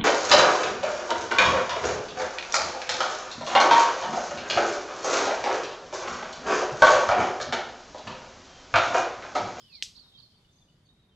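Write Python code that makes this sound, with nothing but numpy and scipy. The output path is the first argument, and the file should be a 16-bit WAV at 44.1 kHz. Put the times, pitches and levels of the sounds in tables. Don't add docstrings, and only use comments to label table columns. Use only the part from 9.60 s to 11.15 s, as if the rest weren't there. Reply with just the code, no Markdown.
import sys
import numpy as np
from scipy import signal
from scipy.io import wavfile

SR = 44100
rng = np.random.default_rng(int(sys.argv[2]) if len(sys.argv) > 2 else 0)


def wav_record(signal):
    frames = np.transpose(np.atleast_2d(signal))
    bounded = np.clip(frames, -1, 1)
    quanta = np.round(bounded * 32767).astype(np.int16)
    wavfile.write(sys.argv[1], SR, quanta)


N = 68355


def amp(db):
    return 10 ** (np.asarray(db) / 20)


def rms_one(x):
    return x / np.sqrt(np.mean(x ** 2) + 1e-20)


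def in_time(rows):
    s, *columns = np.transpose(rows)
    return [np.interp(np.arange(N) / SR, s, c) for c in columns]


def at_hz(points, hz):
    points = np.array(points)
    return np.interp(np.log(hz), np.log(points[:, 0]), points[:, 1])


def butter(x, hz, kind, order=2):
    return signal.sosfilt(signal.butter(order, hz, kind, fs=SR, output="sos"), x)


def drift(rate_hz):
    r = np.exp(-80 * np.pi * rate_hz / SR)
    white = rng.standard_normal(N // 40 + 2002)
    slow = signal.lfilter([1], [1, -2 * r, r * r], white)[2000:]
    return np.interp(np.arange(N) / 40, np.arange(len(slow)), rms_one(slow))


def bands(low_hz):
    edges = low_hz * 2 ** (np.arange(40) / 3)
    edges = edges[edges < 20000]
    return [(a, b, np.sqrt(a * b)) for a, b in zip(edges, edges[1:])]


# pitch_hz [Hz], density_db [dB per Hz]
AIR_SPECTRUM = [(20, -4.5), (60, -3), (150, -0.5), (250, -8.5), (400, -14), (700, -19.5), (1100, -20.5),
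                (2000, -25), (4000, -23.5), (7000, -32), (9500, -34.5), (11800, -37), (15500, -39.5)]
# time_s [s], treble_db [dB], top_db [dB]
TREBLE_LEVELS = [(0, 7.5, 4), (.4, 5.5, 1), (.7, 2, -4), (.86, 1, -20), (1.55, -5, -47)]
# pitch_hz [Hz], likeness [-1 to 1]
SIDE_LIKENESS = [(60, 0.99), (130, 0.98), (290, 0.99), (640, 0.74), (1410, 0.37), (3100, 0.035),
                 (6820, 0.28), (15000, 0.16)]
AIR_DB = -64
TREBLE_HZ, TOP_HZ = 5200, 12000
PATCHY_DB = 1.4


def air():
    out = 0
    white = rng.standard_normal((2, 2, N + SR // 2))
    treble_db, top_db = in_time(TREBLE_LEVELS)
    for k, (low, high, hz) in enumerate(bands(TOP_HZ / 512)):
        mid, side = butter(white[k % 2], [low, high], "band")[:, -N:]
        alike = np.clip(at_hz(SIDE_LIKENESS, hz), -1, 1)
        change_db = top_db if hz > TOP_HZ else treble_db * min(hz / TREBLE_HZ, 1)
        db = at_hz(AIR_SPECTRUM, hz) + change_db + PATCHY_DB * drift(9.7)
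        stereo = np.sqrt(1 + alike) * mid + np.sqrt(1 - alike) * side * [[1], [-1]]
        out = out + amp(db) * stereo
    return amp(AIR_DB) * rms_one(out)


# time_s [s], level_db [dB]
CHORUS_LEVELS = [(0.0, -57.5), (0.288, -62), (0.512, -64.5), (0.708, -66), (0.932, -75.5), (1.092, -77),
                 (1.282, -77), (1.55, -87)]
# pitch_hz [Hz], width_hz [Hz], relative level_db [dB]
CHORUS_VOICES = [(3236, 380, -2.5), (3590, 160, -2.5), (4050, 140, -8.5), (4530, 410, -1), (5090, 520, -3)]
CHORUS_TRIM_DB, CHORUS_FLICKER_DB, CHORUS_FLICKER_HZ = -3.0, 4.3, 6.5


def chorus():
    out = 0
    for hz, width_hz, db in CHORUS_VOICES:
        edges = [hz - width_hz / 2, hz + width_hz / 2]
        voice = rms_one(butter(rng.standard_normal((2, N)), edges, "band", order=3))
        out = out + amp(db + CHORUS_FLICKER_DB * drift(CHORUS_FLICKER_HZ)) * voice
    return amp(in_time(CHORUS_LEVELS)[0] + CHORUS_TRIM_DB) * rms_one(out)


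FADE_S, WAVER = 0.0049, .007
LAG_S_PER_DB = .000015


def tone(rows, pan_db, flutter_db, far_db):
    t = np.arange(N) / SR
    hz, db = in_time(rows)
    gate = np.clip(np.minimum(t - rows[0][0], rows[-1][0] - t) / FADE_S, 0, 1)
    turns = np.cumsum(hz * (1 + WAVER * drift(30))) / SR + rng.random()
    size = np.sqrt(2) * gate * amp(db + flutter_db * drift(84))
    paths = [(pan_db / 2, pan_db * LAG_S_PER_DB), (-pan_db / 2, 0), (far_db, 0)]
    return np.array([size * amp(gain_db) * np.sin(2 * np.pi * (turns + hz * lead_s))
                     for gain_db, lead_s in paths])


# time_s [s], pitch_hz [Hz], level_db [dB]
SLIDE_PATH = [(0, 3164, -63), (.016, 3130, -66), (0.051, 2985, -63), (0.057, 3100, -67.5),
              (0.09, 2920, -66), (.103, 2680, -62.5), (0.158, 2352, -64), (0.189, 2130, -73),
              (0.215, 2050, -68.5)]
SLIDE_ENDS_S, SLIDE_FLUTTER_DB, SLIDE_BLUR_DB = .235, -3.4, -5


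def slide():
    before = (-1, *SLIDE_PATH[0][1:])
    after = (SLIDE_ENDS_S, *SLIDE_PATH[-1][1:])
    return tone([before, *SLIDE_PATH, after], -1.1, SLIDE_FLUTTER_DB, SLIDE_BLUR_DB)


# start_s [s], length_s [s], from_hz [Hz], to_hz [Hz], starting level_db [dB],
# left_minus_right_db [dB]
GLIDING_NOTES = [(0.022, 0.019, 5100, 5060, -65, -22), (0.023, 0.11, 3580, 3590, -92, -16),
                 (0.096, 0.039, 4970, 3910, -68, -23), (0.151, .04, 4750, 4160, -57, -23.5),
                 (0.156, 0.019, 5500, 5540, -69, 0), (.275, 0.038, 3250, 3376, -74, -9),
                 (0.298, 0.023, 3050, 3250, -79, -39), (0.35, 0.026, 3720, 3753, -68, -18),
                 (.36, 0.021, 5100, 5060, -68, -20), (0.389, 0.049, 4650, 4020, -60.5, -22),
                 (0.433, 0.03, 4600, 4300, -73, -6), (0.438, 0.095, 3780, 3825, -61.5, -4.5),
                 (0.537, 0.041, 3700, 3810, -64, -6), (0.546, 0.049, 3280, 3114, -59, -8),
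                 (0.519, 0.03, 3260, 3220, -66.5, -10), (.62, 0.053, 4560, 4076, -60.5, -11.5),
                 (0.708, 0.019, 5400, 5200, -80, 3.5), (0.844, 0.019, 2950, 2940, -71, -8),
                 (0.863, 0.15, 3620, 3567, -82.5, -13.5), (0.868, 0.086, 7300, 7210, -94, 4),
                 (0.911, .14, 6176, 6330, -80.5, 5), (0.954, .07, 6500, 6500, -86, 6),
                 (0.982, 0.028, 4750, 4310, -75.5, -6.5), (1.012, 0.025, 3750, 3370, -72, -4),
                 (1.003, .1, 4700, 4770, -85, 2.5), (1.072, .11, 2905, 2960, -86, -6),
                 (1.25, 0.033, 4530, 4400, -73, -0.5), (1.262, .03, 4160, 3240, -75, 4.5),
                 (1.25, 0.074, 6400, 6450, -97, -15), (1.281, 0.1, 3720, 3843, -76, -11),
                 (1.301, 0.018, 1870, 1810, -81, 2.5), (1.389, 0.12, 3850, 3632, -75.5, 1),
                 (1.499, 0.11, 3200, 3010, -76, -4)]
FLUTTER_DB, NOTE_SAG_DB = 2.5, 7
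STEADY_DB, FLUTTER_PER_DB = -60, .2
NEAR_DB, BLUR_PER_DB = -52.5, 0.1831


def notes():
    out = 0
    for start_s, length_s, from_hz, to_hz, db, pan_db in GLIDING_NOTES:
        rows = [(start_s, from_hz, db), (start_s + length_s, to_hz, db - NOTE_SAG_DB)]
        flutter_db = FLUTTER_DB + FLUTTER_PER_DB * max(STEADY_DB - db, 0)
        out = out + tone(rows, pan_db, flutter_db, BLUR_PER_DB * (NEAR_DB - db))
    return out


# time_after_start_s [s], pitch_hz [Hz], relative level_db [dB]
WARBLE_SHAPE = [(0, 4800, -5), (.006, 4200, -5.5), (.011, 3720, -10.5), (0.015, 4594, -5),
                (.023, 4560, -12), (.029, 4225, 0), (0.035, 3380, -14), (0.042, 2900, -18)]
# start_s [s], level_db [dB], left_minus_right_db [dB]
WARBLE_CALLS = [(0.124, -52, -15), (0.352, -54.5, -20.5), (0.574, -58.5, -25)]
WARBLE_BLUR_DB = 11


def warbles():
    out = 0
    for start_s, level_db, pan_db in WARBLE_CALLS:
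        rows = [(start_s + s, hz, level_db + db) for s, hz, db in WARBLE_SHAPE]
        out = out + tone(rows, pan_db, FLUTTER_DB / 2, WARBLE_BLUR_DB)
    return out


BIRD_WET_DB, BIRD_T60_S = -3, 0.67
EARLY_DB, EARLY_T60_S = 7.5, .06


def birds():
    voices = slide() + notes() + warbles()
    t = np.arange(SR // 2) / SR
    decay = amp(-60 * t / BIRD_T60_S) + amp(EARLY_DB - 60 * t / EARLY_T60_S)
    blur = rng.standard_normal((2, len(t))) * decay
    blur = blur / np.linalg.norm(blur, axis=1, keepdims=True)
    return voices[:2] + amp(BIRD_WET_DB) * signal.fftconvolve(voices[2:], blur, axes=1)[:, :N]


# pitch_hz [Hz], drive level_db [dB], t60_s [s]
WING_RINGS = [(3030, -4, 0.0034), (4050, -23, 0.018), (4630, -24, 0.0067), (1854, -17, 0.0062)]
SNAP_S, SNAP_DB = .22462, -19.5
SNAP_LOW_HZ, SNAP_HIGH_HZ = 2106, 5340
PUFF_DB, PUFF_HZ = -18.5, 650
ECHO_S, ECHO_DB = .0047, -18


def snap():
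    click = np.sinc(np.arange(N) - SNAP_S * SR)
    clap = butter(butter(click, SNAP_LOW_HZ, "high", order=5), SNAP_HIGH_HZ, "low", order=4)
    clap = clap / abs(clap).max()
    puff = butter(click, [200, PUFF_HZ], "band") * SR / PUFF_HZ / 6
    out = clap + amp(PUFF_DB) * puff
    for hz, db, t60_s in WING_RINGS:
        r, w = amp(-60 / (t60_s * SR)), 2 * np.pi * hz / SR
        ring = signal.lfilter([.3, 0, -.3], [1, -2 * r * np.cos(w), r * r], clap)
        out = out + amp(db) * ring
    echo = np.roll(clap, int(ECHO_S * SR))
    return amp(SNAP_DB) * (out + amp(ECHO_DB) * echo)


# pitch_hz [Hz], density_db [dB per Hz]
TAIL_SPECTRUM = [(710, -54), (1200, -31), (2740, -5.5), (3010, -3.5), (3810, 0.5), (5910, -0.5),
                 (6110, 3.5), (9570, -20.5), (10400, -23), (15500, -36)]
# pitch_hz [Hz], t60_s [s]
TAIL_DECAY = [(1500, 0.18), (3000, 0.19), (5000, 0.19), (8000, 0.14), (13000, .2)]
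TAIL_DB, TAIL_RISE_S = -28, 0.00041
LATE_DB, LATE_SLOWER = -9.5, 2.14


def tail():
    t = np.maximum(np.arange(N) / SR - SNAP_S, 0)
    rise = 1 - np.exp(-t / TAIL_RISE_S)
    out, white = 0, rng.standard_normal((2, N))
    for k, (low, high, hz) in enumerate(bands(1000)):
        fall_db = -60 * t / at_hz(TAIL_DECAY, hz)
        late_db = LATE_DB + fall_db / LATE_SLOWER
        shape = np.sqrt(amp(2 * fall_db) + amp(2 * late_db))
        echoes = butter(white[k % 2] * shape * rise, [low, high], "band")
        out = out + amp(at_hz(TAIL_SPECTRUM, hz)) * echoes
    return amp(TAIL_DB) * out


# centre_s [s], length_s [s], pitch_hz [Hz], peak level_db [dB]
SOFT_RUSTLES = [(0.382, 0.04, 890, -71.5), (0.454, 0.098, 1090, -71.5), (0.598, 0.041, 1210, -74)]


def rustles():
    t, out = np.arange(N) / SR, 0
    for centre_s, length_s, hz, db in SOFT_RUSTLES:
        swell = np.exp(-2 * ((t - centre_s) / length_s * 2) ** 2)
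        noise = rms_one(butter(rng.standard_normal(N), [hz / 1.33, hz * 1.36], "band"))
        out = out + amp(db) * swell * noise
    return out


def scene():
    return air() + chorus() + birds() + snap() + tail() + rustles()


CUTOFF_HZ = 16300


def record(dry):
    return signal.sosfilt(signal.cheby2(12, 60, CUTOFF_HZ, fs=SR, output="sos"), dry)


dry = scene()
out = record(dry)
wav_record(out)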